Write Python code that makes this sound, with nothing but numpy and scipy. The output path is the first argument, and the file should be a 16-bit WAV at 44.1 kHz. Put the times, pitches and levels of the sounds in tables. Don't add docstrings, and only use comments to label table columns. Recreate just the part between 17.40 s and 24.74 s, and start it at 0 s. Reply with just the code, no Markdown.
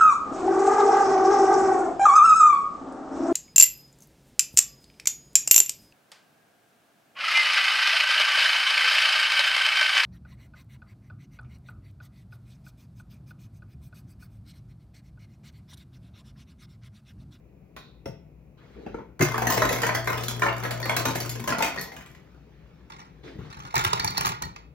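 import sys
import numpy as np
from scipy import signal
from scipy.fft import rfft, irfft, next_fast_len
from scipy.io import wavfile
from scipy.ndimage import uniform_filter1d

SR = 44100
rng = np.random.default_rng(int(sys.argv[2]) if len(sys.argv) > 2 else 0)


def inscribe(sig):
    pcm = np.round(np.clip(np.atleast_2d(sig).T, -1, 1) * 32767)
    wavfile.write(sys.argv[1], SR, pcm.astype(np.int16))


N = 323694

# start_s, clack_db, click_db
BIN_BLOWS = [(1.793, -23.5, -42), (1.808, -7, -31), (1.822, -23.5, -23), (1.942, -13, -42.5),
             (1.979, -14.5, -34), (2.019, -8, -35), (2.069, -12, -26), (2.101, -14, -25.5),
             (2.122, -17, -26.5), (2.174, -10, -32), (2.219, -4.5, -28.5), (2.29, -16, -28.5),
             (2.327, -20, -27), (2.418, -17, -28.5), (2.432, -9, -35.5), (2.465, -16.5, -29),
             (2.548, -13, -28), (2.673, -12, -32), (2.7, -17, -38), (2.729, -14.5, -38),
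             (2.778, -23.5, -35.5), (2.835, -39, -31.5), (2.882, -32, -27), (3.03, -9.5, -37.5),
             (3.235, -19, -36.5), (3.249, -16, -40.5), (3.308, -20.5, -31.5), (3.455, -14, -36),
             (3.494, -9, -32), (3.565, -15, -23), (3.593, -17, -38.5), (3.654, -10.5, -26.5),
             (3.707, -23, -38), (3.755, -22, -29.5), (3.802, -32.5, -30.5), (3.893, -42, -29.5),
             (4.075, -13.5, -31), (4.09, -16.5, -45), (4.205, -11.5, -42), (4.245, -27, -32.5),
             (4.411, -54, -32)]
# start_s, clack_db, click_db
CUBE_DROPS = [(2.492, -10.5, -43), (3.02, -10.5, -34), (3.063, -12.5, -39.5), (3.083, -13.5, -43),
              (4.122, -13, -37.5), (4.223, -26, -22), (4.518, -31.5, -49), (4.564, -32, -46.5),
              (4.608, -38, -54), (4.66, -42, -53.5), (4.748, -43.5, -57)]
# start_s, clack_db, click_db
CUP_RATTLES = [(6.192, -47, -49), (6.274, -39, -63), (6.342, -24, -36), (6.355, -22.5, -19.5),
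               (6.364, -11.5, -30), (6.379, -21, -22.5), (6.393, -16.5, -28), (6.414, -32, -33),
               (6.44, -22, -27.5), (6.448, -13.5, -20.5), (6.463, -19, -38), (6.531, -11, -23.5),
               (6.596, -20.5, -28.5), (6.645, -18.5, -18), (6.679, -24, -35), (6.706, -40, -31.5),
               (6.778, -16, -20), (6.809, -19, -22), (6.848, -14.5, -36), (6.857, -23, -22),
               (6.867, -17, -23), (6.876, -24, -23.5), (6.89, -23, -28.5), (6.918, -25, -46),
               (7.022, -23, -25.5), (7.161, -30.5, -52)]
# start_s, clack_db, click_db, thud_db
LIGHT_KNOCKS = [(0.364, -42.5, -39.5, -43), (0.657, -44, -38.5, -35.5), (1.463, -45, -50, -24.5),
                (1.543, -42.5, -54, -24), (1.585, -42, -63.5, -37)]
# start_s, level_db
DULL_BUMPS = [(0.66, -35), (4.04, -36.5), (4.08, -35.5), (5.954, -35.5), (5.988, -33), (6.158, -43),
              (6.24, -44.5), (6.691, -35.5), (7.039, -37)]
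# start_s, level_db
FLAP_THUMPS = [(1.802, -16.5), (1.82, -12)]
# start_s, level_db
ICE_SLAPS = [(6.341, -19.5), (6.531, -22), (6.638, -25), (7.017, -33)]
# start_s, level_db, tilt_db_per_octave, ring_length_factor
CUP_CLINKS = [(3.428, -25, 2, 0.75), (4.375, -25, -17, 1.1), (4.384, -25, -1.5, 0.62),
              (6.598, -28, 12, 0.34), (6.676, -30, 11.5, 0.76), (6.772, -24, 6, 0.83),
              (7.035, -34, 4.5, 1.14)]

# start_s, length_s, level_db
ICE_SURGES = [(2.02, 0.36, -27), (3.52, 0.2, -33), (4.02, .11, -23)]
# start_s, length_s, level_db
CUP_TILTS = [(5.49, .13, -46), (6.09, 0.22, -43), (6.345, .13, -31), (6.52, .38, -37)]
# start_s, length_s, level_db
HAND_RUBS = [(1.17, 0.38, -56.5), (4.7, 2.51, -61.5), (5.83, 0.053, -44.5), (5.98, 0.086, -48.5)]
# start_s, length_s, level_db
PADDLE_SCUFFS = [(1.355, .09, -47), (5.83, .05, -48)]

# pitch_hz, level_db, t60_s
DOOR_MODES = [(145.2, -4, 0.27), (161.5, 5.5, 0.035), (273.6, 4.5, 0.046), (359.4, 4.5, 0.094)]
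# pitch_hz, level_db, t60_s
STOP_MODES = [(1223, 0, 0.1), (2090, 5, 0.13)]
# pitch_hz, level_db, t60_s
PLASTIC_MODES = [(1066.5, 7, 0.072), (1568, -1, 0.05), (3600, -6, 0.12)]
# pitch_hz, level_db, t60_s
CHUTE_WALL_MODES = [(675, 0, .5), (777, -1, .6), (1312, -1, .35)]
# pitch_hz, level_db, t60_s
CUBE_PING_MODES = [(14649, 0, .1), (14848, 0, .09), (15265, 0, .11)]
# pitch_hz, level_db, t60_s
JOSTLED_CUP_MODES = [(927, 21, 0.049), (1433, 29, 0.11), (2630, 2, 0.12)]
# pitch_hz, level_db, t60_s
CUP_WALL_MODES = [(1890, 0, 0.055), (3690, -17, 0.04), (4395, -5, 0.08), (4490, -9, 0.035),
                  (5500, -14, 0.04)]
# pitch_hz, level_db, t60_s
CUP_HOLLOW_MODES = [(904, 0, .12), (975, -5, .07), (1254, -8, .07)]
# pitch_hz, level_db, t60_s
CUP_SET_MODES = [(541, 5, 0.13), (660, 1.5, 0.17)]
# pitch_hz, level_db, t60_s
CUP_RIM_MODES = [(3760, 6, 0.01), (4040, 1, 0.011)]
# pitch_hz, level_db, t60_s
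PADDLE_MODES = [(334, 0, 0.032), (433, -1, 0.044)]
# mains_multiple, relative_level_db
MOTOR_HARMONICS = [(1, -9), (2, 10), (4, -9), (6, -8)]

# frequency_hz, relative_density_db
BIN_SPECTRUM = [(60, -7.5), (150, 0), (800, 2), (1400, 3.5), (2200, -4), (3000, -13.5), (4000, -20),
                (6500, -15), (8800, -21.5), (12000, -20.5), (15500, -43)]
# frequency_hz, relative_density_db
DROP_SPECTRUM = [(100, -11.5), (400, 3.5), (1300, 6), (2300, 3.5), (3300, -12), (4200, -23), (6500, -19),
                 (9000, -24), (15500, -37.5)]
# frequency_hz, relative_density_db
CUP_SPECTRUM = [(60, -7.5), (150, 1), (240, -23), (400, -8.5), (570, -26.5), (880, 2.5), (1150, 0.5),
                (1600, -7.5), (2400, -6), (3200, -12.5), (5500, 1), (7200, 4.5), (9000, 0.5), (13000, -8.5)]
# frequency_hz, relative_density_db
KNOCK_SPECTRUM = [(60, -7), (200, 1), (400, 5), (580, 4.5), (1500, 1.5), (2500, -9), (3100, -17),
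                  (4000, -30), (5600, -26), (15000, -44.5)]
# frequency_hz, relative_density_db
CRACK_SPECTRUM = [(400, -31.5), (1800, -2.5), (6000, -4.5), (14000, -2.5)]
# frequency_hz, relative_density_db
RUB_SPECTRUM = [(80, -18), (390, 3), (600, -5), (1400, -5.5), (2200, -9), (4300, -18.5), (7000, -27.5),
                (15000, -50)]
# frequency_hz, relative_density_db
AIR_SPECTRUM = [(25, -40), (42, -16.5), (60, 3), (85, -14.5), (150, -4), (230, -14), (500, -19.5),
                (1100, -36), (1700, -43), (2500, -35), (3200, -50.5), (4500, -53), (9000, -52.5),
                (13000, -55)]

# frequency_hz, likeness_0_to_1, left_lead_rad, left_minus_right_db
FROM_FRIDGE_PORTS = [(120, .99, 0, 7), (340, .85, 0, 2), (600, .35, 1.7, 3), (1030, .5, .6, 1),
                     (2150, .6, .4, 0), (2930, .3, 2.4, -1), (4000, .35, .7, -1), (6000, .4, 1.7, 0),
                     (8600, .98, 3.1, 0), (10200, .88, 3.5, 0), (13000, .96, 6.2, 0)]
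# frequency_hz, likeness_0_to_1, left_lead_rad, left_minus_right_db
FROM_SIDE_PORTS = [(100, .95, 0, 3), (800, .92, -2.2, -1), (1550, .7, -3.8, -3), (2500, .85, -7.9, -1),
                   (3200, .85, -9.2, 0), (3800, .8, -11.9, -3), (5500, .7, -17.3, -2),
                   (8800, .95, -15.7, 0), (13000, .92, -12.6, 0)]
# frequency_hz, t60_s
KITCHEN_DECAY = [(150, 0.48), (530, 0.4), (3700, 0.4), (9700, 0.17), (15000, 0.21)]

MAINS_HZ, EDGE_HZ, AIR_DB = 60, 16100, -52
PING_S, PING_DB = 2.102, -27.5
SNAP_S, SNAP_DB = 1.814, -26
CLUNK_S, CLUNK_DB = 0.66, -38
RIM_S, RIM_LENGTH_S, RIM_DB, RIM_FALL_DB_PER_S = 0.362, 0.0096, -52.5, 141
CARRIED_S = 5
BOUNCE_S, BOUNCE_CLACK_DB, BOUNCE_CLICK_DB = .028, -17, -16
ROCK_S, ROCK_DB = 0.0085, -20
MOTOR_ON_S, MOTOR_RUN_S, MOTOR_DB = 1.805, 2.212, -37
SPIN_UP_S, COAST_DB_PER_S = 0.0187, 348
STIR_DB, RUN_ON_S, SETTLE_DB_PER_S = -35, 0.33, 56
SURGE_RISE_S, SURGE_FALL_DB_PER_S = 0.13, 95
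TILT_RISE_S, TILT_FALL_DB_PER_S = 0.0053, 292
RUB_RISE_S, RUB_FALL_DB_PER_S, RUB_PATCHY_DB = 0.01, 173, 3.5
GENTLE_DB, DULLING_DB_PER_DB = -43, 0.068
CRACK_T60_S, GRAIN_T60_S, GRAIN_LUMPS_DB = 0.012, 0.045, 6.5
CHATTER_S, SLAP_SPREAD_S = 0.003, 0.005


def dispenser():
    blows = with_thud(bounced(BIN_BLOWS), clack_db=-5.5, click_db=2.5, thud_db=-10.5)
    clatter = strikes(blows, BIN_SPECTRUM, thud_t60_s=0.13, clack_t60_s=0.052, click_t60_s=0.064,
                      lumps_db=5.5, rise_s=0.0028, crack_db=7)
    drops = with_thud(bounced(CUBE_DROPS), clack_db=-2.5, click_db=5.0, thud_db=-11.0)
    clatter += strikes(drops, DROP_SPECTRUM, thud_t60_s=0.15, clack_t60_s=0.035, click_t60_s=0.063,
                       lumps_db=6, rise_s=0.0019, crack_db=-3.5)

    tumbling = swells([(MOTOR_ON_S, MOTOR_RUN_S + RUN_ON_S, STIR_DB)], SPIN_UP_S, SETTLE_DB_PER_S)
    stir = np.hypot(tumbling, swells(ICE_SURGES, SURGE_RISE_S, SURGE_FALL_DB_PER_S))
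    contacts = jostle(stir, start_s=MOTOR_ON_S, end_s=4.95, clack_db=-2, click_db=-6.5, thud_db=-9.5,
                      spread_db=2.5, count=115)
    churn = strikes(contacts, BIN_SPECTRUM, thud_t60_s=0.14, clack_t60_s=GRAIN_T60_S,
                    click_t60_s=GRAIN_T60_S, lumps_db=GRAIN_LUMPS_DB, rise_s=0.00096, crack_db=1.0)

    partials = chimes(BIN_BLOWS + CUBE_DROPS, low_hz=550, high_hz=6500, ring_db=-13, t60_s=.08)
    blows_sound = clatter + churn + partials
    out = blows_sound + ringing(blows_sound, PLASTIC_MODES, ring_db=-23.5)
    out += ringing(blows_sound, CHUTE_WALL_MODES, ring_db=-24.5)
    out += clinks([row for row in CUP_CLINKS if row[0] < CARRIED_S])
    add(out, PING_S, amp(PING_DB) * chattered(CUBE_PING_MODES, CHATTER_S))
    add(out, SNAP_S, amp(SNAP_DB) * ring(STOP_MODES))
    return kitchen(out, wet_db=-3.5, treble_db=2.5) + flap() + motor()


def flap():
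    out = np.zeros((2, N))
    door = ring(DOOR_MODES)
    door *= 1 - np.exp(-np.arange(len(door)) / SR / 0.0058)
    for s, db in FLAP_THUMPS:
        add(out, s, amp(db) * door)
    return out


def motor():
    t = np.arange(N) / SR
    knots_s = np.arange(0, t[-1] + 1, .08)
    hum = np.zeros(N)
    for k, db in MOTOR_HARMONICS:
        waver, slip = (np.interp(t, knots_s, row) for row in rng.standard_normal((2, len(knots_s))))
        phase = 2 * np.pi * (round(k) * MAINS_HZ * t + rng.random()) + 0.047 * k * slip
        hum += amp(db + 0.083 * k * waver) * np.sin(phase)
    return swells([(MOTOR_ON_S, MOTOR_RUN_S, MOTOR_DB)], SPIN_UP_S, COAST_DB_PER_S) * evened(hum)


def carried_cup():
    rattles = with_thud(bounced(CUP_RATTLES), clack_db=-1.5, click_db=0, thud_db=-16.0)
    ice = strikes(rattles, CUP_SPECTRUM, thud_t60_s=0.2, clack_t60_s=0.04, click_t60_s=0.018,
                  lumps_db=4.5, rise_s=0.0015, crack_db=0.0)
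    sliding = swells(CUP_TILTS, TILT_RISE_S, TILT_FALL_DB_PER_S)
    contacts = jostle(sliding, start_s=CUP_TILTS[0][0], end_s=6.95, clack_db=2.5, click_db=-10.0,
                      thud_db=-19.0, spread_db=3.5, count=170)
    ice += strikes(contacts, CUP_SPECTRUM, thud_t60_s=0.12, clack_t60_s=GRAIN_T60_S, click_t60_s=0.015,
                   lumps_db=GRAIN_LUMPS_DB, rise_s=0.0024, crack_db=-12.5)
    cup = ringing(ice, JOSTLED_CUP_MODES, ring_db=-20)
    ice += cup + chimes(CUP_RATTLES, low_hz=900, high_hz=6500, ring_db=-11, t60_s=.04)
    ice += clinks([row for row in CUP_CLINKS if row[0] > CARRIED_S])
    for s, db in ICE_SLAPS:
        add(ice, s, amp(db) * chattered(CUP_HOLLOW_MODES, SLAP_SPREAD_S))
    rocking = bumps([(s + ROCK_S, (clack + click) / 2 + ROCK_DB) for s, clack, click in CUP_RATTLES])
    return kitchen(ice, wet_db=-11, treble_db=-2.5) + rocking


def strikes(rows, spectrum, thud_t60_s, clack_t60_s, click_t60_s, lumps_db, rise_s, crack_db,
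            low_hz=480, high_hz=3500, size=8192):
    t, hz = np.arange(size) / SR, np.fft.rfftfreq(size, 1 / SR)
    below = 1 / (1 + (hz / low_hz) ** 8)
    above = 1 - 1 / (1 + (hz / high_hz) ** 8)
    ranges = np.sqrt([abs(1 - below - above), above, below]) * amp(read(spectrum, hz))
    ranges = np.vstack([ranges, amp(read(CRACK_SPECTRUM, hz))])
    decay = amp(-60 * t / np.array([[clack_t60_s], [click_t60_s], [thud_t60_s], [CRACK_T60_S]]))
    shape = decay * (1 - np.exp(-t / (rise_s * np.array([[1], [1], [2], [.5]]))))
    peaks_hz = np.linspace(0, np.sqrt(SR / 2), 85) ** 2
    out = np.zeros((2, N))
    for s, clack, click, thud in rows:
        own = ranges * amp(lumps_db * np.interp(hz, peaks_hz, rng.standard_normal(len(peaks_hz))))
        own *= size / np.sqrt(2 * np.sum(own ** 2, 1, keepdims=True))
        phases = np.exp(2j * np.pi * rng.random((2, 1, len(hz))))
        gains = amp([clack, click, thud, click + crack_db])[:, None]
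        add(out, s, (irfft(phases * own) * shape * gains).sum(1))
    return out


def with_thud(rows, clack_db, click_db, thud_db):
    return [(s, clack + clack_db, click + click_db, (clack + click) / 2 + thud_db)
            for s, clack, click in rows]


def bounced(rows):
    return rows + [(s + BOUNCE_S * rng.uniform(.85, 1.15), clack + BOUNCE_CLACK_DB, click + BOUNCE_CLICK_DB)
                   for s, clack, click in rows]


def jostle(stir, start_s, end_s, clack_db, click_db, thud_db, spread_db, count):
    s = start_s + (end_s - start_s) * (np.arange(count) + 2 * rng.random(count)) / count
    stir_db = 20 * np.log10(np.interp(s, np.arange(N) / SR, stir) + 1e-9)
    chance = rng.standard_normal((count, 3)) + rng.standard_normal((count, 1))
    chance_db = spread_db * chance.clip(-2, 2)
    dull_db = np.outer(DULLING_DB_PER_DB * np.minimum(stir_db - GENTLE_DB, 0), [0, 1, 0])
    levels_db = stir_db[:, None] + [clack_db, click_db, thud_db] + chance_db + dull_db
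    return np.column_stack([s, levels_db])


def chimes(rows, low_hz, high_hz, ring_db, t60_s, count=3):
    out = np.zeros((2, N))
    for s, clack, click in rows:
        height = (np.arange(count) + rng.random(count)) / count
        modes = [(low_hz * (high_hz / low_hz) ** h, clack + (click - clack) * h, t60_s * rng.uniform(0.81, 1.6))
                 for h in height]
        add(out, s, amp(ring_db) * chattered(modes, CHATTER_S / 2))
    return out


def clinks(rows):
    out = np.zeros((2, N))
    for s, db, tilt_db, length in rows:
        modes = [(hz * (1 + 0.008 * rng.standard_normal()),
                  mode_db + tilt_db * np.log2(hz / CUP_WALL_MODES[0][0]),
                  t60_s * length) for hz, mode_db, t60_s in CUP_WALL_MODES]
        add(out, s, amp(db) * chattered(modes, CHATTER_S))
    return out


def ring(modes):
    t = np.arange(SR // 2) / SR
    return sum(amp(db - 60 * t / t60_s) * np.sin(2 * np.pi * hz * t) for hz, db, t60_s in modes)


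def chattered(modes, chatter_s):
    clear, t = ring(modes), np.arange(SR // 20) / SR
    flurry = rng.standard_normal((2, len(t))) * np.exp(-t / chatter_s)
    rough = signal.oaconvolve(flurry, clear[None], axes=1)
    return rough * np.linalg.norm(clear) / np.linalg.norm(rough, axis=1, keepdims=True)


def ringing(x, modes, ring_db):
    wall = ring(modes)
    return amp(ring_db) * signal.oaconvolve(x, wall[None] / np.linalg.norm(wall), axes=1)[:, :N]


def handling():
    out = strikes(LIGHT_KNOCKS, KNOCK_SPECTRUM, thud_t60_s=0.056, clack_t60_s=0.15, click_t60_s=0.049,
                  lumps_db=5.5, rise_s=0.0012, crack_db=-20)
    scrape = rng.standard_normal((2, N)) * swells([(RIM_S, RIM_LENGTH_S, RIM_DB)], 0.0025, RIM_FALL_DB_PER_S)
    out += ringing(scrape, CUP_RIM_MODES, ring_db=-0.5)
    scuff = rng.standard_normal((2, N)) * swells(PADDLE_SCUFFS, RUB_RISE_S, RUB_FALL_DB_PER_S)
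    out += ringing(scuff, PADDLE_MODES, ring_db=0.5)
    add(out, CLUNK_S, amp(CLUNK_DB) * ring(CUP_SET_MODES))
    out += amp(-3.0) * rustle(patchy_db=RUB_PATCHY_DB)
    return kitchen(out, wet_db=-1.5, treble_db=9.0) + bumps(DULL_BUMPS)


def rustle(patchy_db):
    z = signal.stft(rng.standard_normal((2, N)), nperseg=512)[2]
    patches = uniform_filter1d(rng.standard_normal(z.shape[1:]), size=4, axis=0)
    patches = evened(uniform_filter1d(patches, size=5, axis=1))
    rub = signal.istft(z * amp(patchy_db * patches), nperseg=512)[1][:, :N]
    return swells(HAND_RUBS, RUB_RISE_S, RUB_FALL_DB_PER_S) * coloured(rub, RUB_SPECTRUM)


def bumps(rows):
    t, out = np.arange(SR // 3) / SR, np.zeros((2, N))
    spectrum = [(25, -23), (70, -3.0), (140, 2.0), (230, -12.0), (500, -17.5), (1500, -59)]
    for s, db in rows:
        thud = coloured(rng.standard_normal((2, len(t))), spectrum)
        add(out, s, amp(db) * thud * np.exp(-t / 0.051) * (1 - np.exp(-t / 0.0008)))
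    return out


def background_air():
    return amp(AIR_DB) * coloured(rng.standard_normal((2, N)), AIR_SPECTRUM)


def kitchen(x, wet_db, treble_db, count=3):
    hz, t, z = signal.stft(rng.standard_normal((count, 2, SR * 2 // 3)), SR, nperseg=256)
    z = z * amp(-60 * t / read(KITCHEN_DECAY, hz)[:, None]) * (1 - np.exp(-t / .006))
    z *= amp(read([(2000, 0.0021), (10000, treble_db)], hz))[:, None]
    tails = signal.istft(z, SR, nperseg=256)[1]
    tails /= np.linalg.norm(tails, axis=-1, keepdims=True)
    turn = 2 * np.pi * np.arange(N) / SR
    wet = sum(signal.oaconvolve(x * np.cos(turn + np.pi * k / count), tails[k], axes=1)[:, :N]
              for k in range(count))
    return x + amp(wet_db) * wet


def ports(x, direction):
    size = next_fast_len(N + 4096)
    hz, (a, b) = np.fft.rfftfreq(size, 1 / SR), rfft(x, size)
    same = np.clip(read(direction, hz, axis=1), 0, 1)
    lead_rad = read(direction, hz, axis=2)
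    balance = amp(read(direction, hz, axis=3) / 2)
    right = (same * a + np.sqrt(1 - same ** 2) * b) * np.exp(-1j * lead_rad)
    return irfft(np.array([a * balance, right / balance]), size)[:, :N]


def swells(rows, rise_s, fall_db_per_s):
    t = np.arange(N) / SR
    gains = [np.clip((t - s) / rise_s, 0, 1) * amp(db - fall_db_per_s * np.maximum(t - s - length_s, 0))
             for s, length_s, db in rows]
    return np.linalg.norm(gains, axis=0)


def coloured(x, spectrum):
    hz = np.fft.rfftfreq(x.shape[-1], 1 / SR)
    return evened(irfft(rfft(x) * amp(read(spectrum, hz)), x.shape[-1]))


def read(points, hz, axis=1):
    table = np.array(points, float)
    return np.interp(np.log(hz + 1), np.log(table[:, 0] + 1), table[:, axis])


def amp(db):
    return 10 ** (np.asarray(db) / 20)


def evened(x):
    return x / np.sqrt(np.mean(x ** 2) + 1e-20)


def add(mix, s, sound):
    part = mix[:, round(s * SR):][:, :sound.shape[-1]]
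    part += sound[..., :part.shape[-1]]


def scene():
    fridge = dispenser() + handling() + background_air()
    return ports(fridge, FROM_FRIDGE_PORTS) + ports(carried_cup(), FROM_SIDE_PORTS)


def record(dry):
    dry = signal.sosfilt(signal.butter(4, 42, "high", fs=SR, output="sos"), dry)
    return signal.oaconvolve(dry, signal.firwin(401, EDGE_HZ, window=("kaiser", 8), fs=SR)[None], "same")


dry = scene()
out = record(dry)
inscribe(out)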